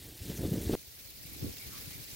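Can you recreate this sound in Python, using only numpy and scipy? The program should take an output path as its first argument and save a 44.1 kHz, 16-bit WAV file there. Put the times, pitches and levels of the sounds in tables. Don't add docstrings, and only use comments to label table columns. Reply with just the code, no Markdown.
import sys
import numpy as np
from scipy import signal
from scipy.io import wavfile
from scipy.ndimage import uniform_filter1d

SR = 44100
rng = np.random.default_rng(int(sys.argv[2]) if len(sys.argv) > 2 else 0)


def materialize(psi):
    bounded = np.clip(np.atleast_2d(psi).T, -1, 1)
    quanta = np.round(bounded * 32767).astype(np.int16)
    wavfile.write(sys.argv[1], SR, quanta)


N = 94815
TIME = np.arange(N) / SR

# (frequency [Hz], relative level [dB])
GUST_AIR_EQ = [(250, 2), (420, 1), (800, -1.5), (1200, -11.5), (1800, -14)]
BREEZE_AIR_EQ = [(250, -6.5), (450, 7.5), (750, -10.5), (1100, -13.5), (1800, -19)]
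# (time [s], level [dB])
GUST_RUMBLE_ENVELOPE = [(0, -54), (.09, -49.5), (.18, -58.5), (.26, -45), (.31, -39), (.37, -46.5),
                        (.4, -37), (.455, -31.5), (.505, -41), (.55, -33.5), (.6, -38), (.65, -41),
                        (.69, -36), (.74, -29.5)]
BREEZE_RUMBLE_ENVELOPE = [(.76, -53.5), (.84, -64), (.93, -62), (.98, -60.5), (1.15, -58.5), (1.35, -50),
                          (1.4, -49.5), (1.435, -39.5), (1.5, -42), (1.53, -54), (1.62, -58), (1.67, -48.5),
                          (1.72, -53), (1.84, -52), (1.875, -50.5), (1.92, -53.5), (2.0, -50), (2.06, -59),
                          (2.15, -49.5)]
# (frequency [Hz], relative level [dB])
GUST_RUMBLE_EQ = [(20, -20), (35, -10), (65, 3), (125, 2.5), (200, -5.5), (330, -1), (450, -9.5),
                  (620, -23.5), (900, -33), (1500, -35.5), (3000, -50)]
BREEZE_RUMBLE_EQ = [(20, -26), (35, 0.5), (65, 4), (125, 3.5), (200, -5), (330, -3.5), (450, -11.5),
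                    (620, -28), (900, -25.5), (1500, -47), (3000, -60)]
# (time [s], level [dB], pitch [Hz], left minus right [dB])
EDDY_THUMPS = [(0.22, -35.5, 83, 0.5), (.303, -29.5, 193, 1), (0.395, -34.5, 140, -0.5),
               (.485, -27.5, 194, 1.5), (.521, -22.5, 161, 0.5), (.544, -28.5, 240, -1),
               (0.577, -31, 153, -1.5), (0.671, -28, 94, 1), (0.697, -20, 333, 0.5), (0.706, -31.5, 100, 1),
               (0.739, -29, 284, -2), (.752, -24.5, 340, 0), (0.883, -49.5, 65.4, 4), (1.059, -53, 75, 9),
               (1.256, -47.5, 129, 13), (1.43, -30.5, 125, 4.5), (1.447, -31, 235, -10),
               (1.466, -35, 95, 0), (1.675, -46, 78, -6), (1.881, -39.5, 135, 4), (1.962, -49, 117, 12),
               (2.006, -50, 123, 13)]
# (time [s], level [dB], centre [Hz], bandwidth [octaves], half-length [s])
LEAF_SCRAPES = [(0.375, -49, 6360, .3, 0.0067), (0.5, -53, 14400, .15, .01),
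                (0.507, -47.5, 6960, 1.4, 0.0025), (0.728, -46.5, 3700, 0.76, 0.0075),
                (1.09, -57, 4300, .2, 0.0095), (1.336, -44, 12900, 0.26, 0.0025),
                (1.63, -55.5, 2200, 0.14, 0.024), (1.745, -59, 1230, 0.4, 0.039),
                (1.77, -52, 3800, 1.2, 0.015), (1.944, -55, 2200, 0.28, 0.021)]
# (time [s], level [dB])
GUST_LEAF_ENVELOPE = [(0, -50.5), (.15, -52), (.3, -46.5), (.41, -47.5), (.51, -48), (.54, -48),
                      (.64, -45.5), (.69, -45), (.74, -44)]
BREEZE_LEAF_ENVELOPE = [(.76, -51.5), (.88, -52), (.98, -49.5), (1.14, -50.5), (1.35, -46.5), (1.54, -46.5),
                        (1.67, -45.5), (1.78, -45), (2.06, -47), (2.15, -44.5)]
# (frequency [Hz], relative level [dB])
GUST_LEAF_EQ = [(500, -11), (1100, -22), (1700, 1.5), (2500, 0), (3900, 3.5), (6000, 1), (8300, 0.5),
                (11000, 0), (13500, 1.5), (15500, 3)]
BREEZE_LEAF_EQ = [(500, -5.5), (1100, -13), (1600, -7.5), (2200, -1), (3100, -3), (4500, 1.5), (6000, -1),
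                  (8000, -4.5), (11000, -1.5), (13500, -0.5), (15500, 2)]

BREAK_S = .7523
GUST_SIDE_DB, BREEZE_SIDE_DB = -26.5, -0.8
EDDY_CYCLES, CORE_DB, CORE_RATIO = 0.65, -15, 2.06
TOUCHES_PER_S, TOUCH_DECAY_S, TOUCH_SPREAD_DB, TOUCH_SHARE = 930, 0.0044, 5, 0.62
FLICKS_PER_S, FLICK_CYCLES, FLICK_SPREAD_DB, FLICK_DB = 900, 50, -0.5, -13.5
BODY_DB_PER_DB, BODY_TOP_HZ = 0.52, 2200


def from_db(db):
    return 10 ** (np.asarray(db) / 20)


def unit_rms(x):
    return x / np.sqrt(np.mean(x ** 2) + 1e-20)


def in_time(envelope):
    return np.interp(TIME, *np.transpose(envelope))


def eq_db(eq, hz):
    freqs, levels = np.transpose(eq)
    return np.interp(np.log(hz), np.log(freqs), levels)


def drift(rate_hz):
    hop = 40
    pole = np.exp(-2 * np.pi * rate_hz * hop / SR)
    noise = rng.standard_normal(N // hop + 2002)
    slow = signal.lfilter([1], [1, -2 * pole, pole * pole], noise)[2000:]
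    return np.interp(np.arange(N) / hop, np.arange(len(slow)), unit_rms(slow))


def stereo_band(low, high, side_db):
    band = signal.butter(2, [low, high], "band", fs=SR, output="sos")
    mid, side = signal.sosfilt(band, rng.standard_normal((2, N + 4000)))[:, 4000:]
    return mid + from_db(side_db) * side * np.array([[1], [-1]])


def distant_air(eq, level_db, side_db):
    out, edges = 0, np.geomspace(250, 1800, 7)
    for low, high in zip(edges, edges[1:]):
        out += from_db(eq_db(eq, np.sqrt(low * high))) * stereo_band(low, high, side_db)
    return from_db(level_db) * unit_rms(out)


def rumble(envelope, eq, side_db, tilt, lumpy_db):
    out, edges = 0, np.geomspace(20, 3000, 17)
    level_db = in_time(envelope)
    force_db = level_db - np.mean(np.array(envelope)[:, 1])
    for low, high in zip(edges, edges[1:]):
        hz = np.sqrt(low * high)
        octaves = np.log2(np.clip(hz, 60, 240) / 120)
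        tilt_db = tilt * force_db * octaves
        out += from_db(eq_db(eq, hz) + tilt_db) * stereo_band(low, high, side_db)
    out *= from_db(lumpy_db * drift(90))
    running_rms = np.sqrt(uniform_filter1d(np.mean(out ** 2, axis=0), size=1800))
    return from_db(level_db) * out / running_rms


def pressure_swing(at_s, hz):
    t = TIME - at_s
    return np.exp(-(t * hz / EDDY_CYCLES) ** 2 / 2) * np.cos(2 * np.pi * hz * t)


def eddies(in_gust):
    out = 0
    for at_s, db, hz, pan_db in EDDY_THUMPS:
        if (at_s < BREAK_S) == in_gust:
            thump = pressure_swing(at_s, hz) + from_db(CORE_DB) * pressure_swing(at_s, hz * CORE_RATIO)
            out += from_db(db + pan_db * np.array([[.5], [-.5]])) * thump
    return out


def scrapes():
    out = 0
    for at_s, db, hz, octaves, half_s in LEAF_SCRAPES:
        spread = 2 ** (octaves / 2)
        noise = stereo_band(hz / spread, hz * spread, GUST_SIDE_DB if at_s < BREAK_S else BREEZE_SIDE_DB)
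        swell = np.exp(-((TIME - at_s) / half_s) ** 2 / 2)
        out += from_db(db) * swell * unit_rms(noise)
    return out


def flicks(eq, side_db):
    out, pitches = 0, np.geomspace(1300, 15000, 36) * rng.uniform(.97, 1.03, 36)
    sizes = from_db(FLICK_SPREAD_DB * np.minimum(rng.exponential(1, N), 3))
    pan = 1 + from_db(side_db) * rng.standard_normal(N) * np.array([[1], [-1]])
    hits = (rng.random(N) < FLICKS_PER_S / SR) * sizes * pan
    struck_leaf = rng.integers(0, len(pitches), N)
    for leaf, hz in enumerate(pitches):
        pole = from_db(-60 * hz / (FLICK_CYCLES * SR))
        angle = 2 * np.pi * hz / SR
        strikes = hits * (struck_leaf == leaf) + 1e-18
        ring = signal.lfilter([0, np.sin(angle)], [1, -2 * pole * np.cos(angle), pole * pole], strikes)
        out += from_db(eq_db(eq, hz)) * hz ** 0.84 * ring
    return unit_rms(out)


def touches():
    sizes = from_db(TOUCH_SPREAD_DB * np.minimum(rng.exponential(1, N), 4))
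    hits = (rng.random(N) < TOUCHES_PER_S / SR) * sizes ** 2
    power = signal.lfilter([1], [1, -np.exp(-1 / (TOUCH_DECAY_S * SR))], hits + 1e-18)
    return power / power.mean()


def leaf_hiss(force_db, eq, side_db, flutter_db, patchy_db):
    out, edges = 0, np.geomspace(500, 17000, 23)
    flutter, shared_touches = drift(18), touches()
    for low, high in zip(edges, edges[1:]):
        hz = np.sqrt(low * high)
        grain = np.sqrt(1 - TOUCH_SHARE + TOUCH_SHARE * (shared_touches + touches()) / 2)
        body_db = BODY_DB_PER_DB * force_db / (1 + (hz / BODY_TOP_HZ) ** 4)
        gain = from_db(eq_db(eq, hz) + body_db + flutter_db * flutter + patchy_db * drift(36))
        out += gain * grain * stereo_band(low, high, side_db)
    return unit_rms(out)


def rustle(envelope, eq, side_db, flutter_db, patchy_db):
    level_db = in_time(envelope)
    hiss = leaf_hiss(level_db - level_db.mean(), eq, side_db, flutter_db, patchy_db)
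    return from_db(level_db) * (hiss + from_db(FLICK_DB) * flicks(eq, side_db))


def scene():
    gust = rustle(GUST_LEAF_ENVELOPE, GUST_LEAF_EQ, GUST_SIDE_DB, flutter_db=0.65, patchy_db=1.47)
    gust += distant_air(GUST_AIR_EQ, level_db=-65.5, side_db=GUST_SIDE_DB)
    gust += rumble(GUST_RUMBLE_ENVELOPE, GUST_RUMBLE_EQ, side_db=-21, tilt=0.22, lumpy_db=3.0)
    gust += eddies(in_gust=True)
    breeze = rustle(BREEZE_LEAF_ENVELOPE, BREEZE_LEAF_EQ, BREEZE_SIDE_DB, flutter_db=0.14, patchy_db=1.63)
    breeze += distant_air(BREEZE_AIR_EQ, level_db=-70.5, side_db=-9)
    breeze += rumble(BREEZE_RUMBLE_ENVELOPE, BREEZE_RUMBLE_EQ, side_db=-2, tilt=0.19, lumpy_db=1.5)
    breeze += eddies(in_gust=False)
    return np.where(TIME < BREAK_S, gust, breeze) + scrapes()


def record(dry):
    return signal.sosfilt(signal.ellip(14, .1, 80, 15900, fs=SR, output="sos"), dry)


dry = scene()
out = record(dry)
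materialize(out)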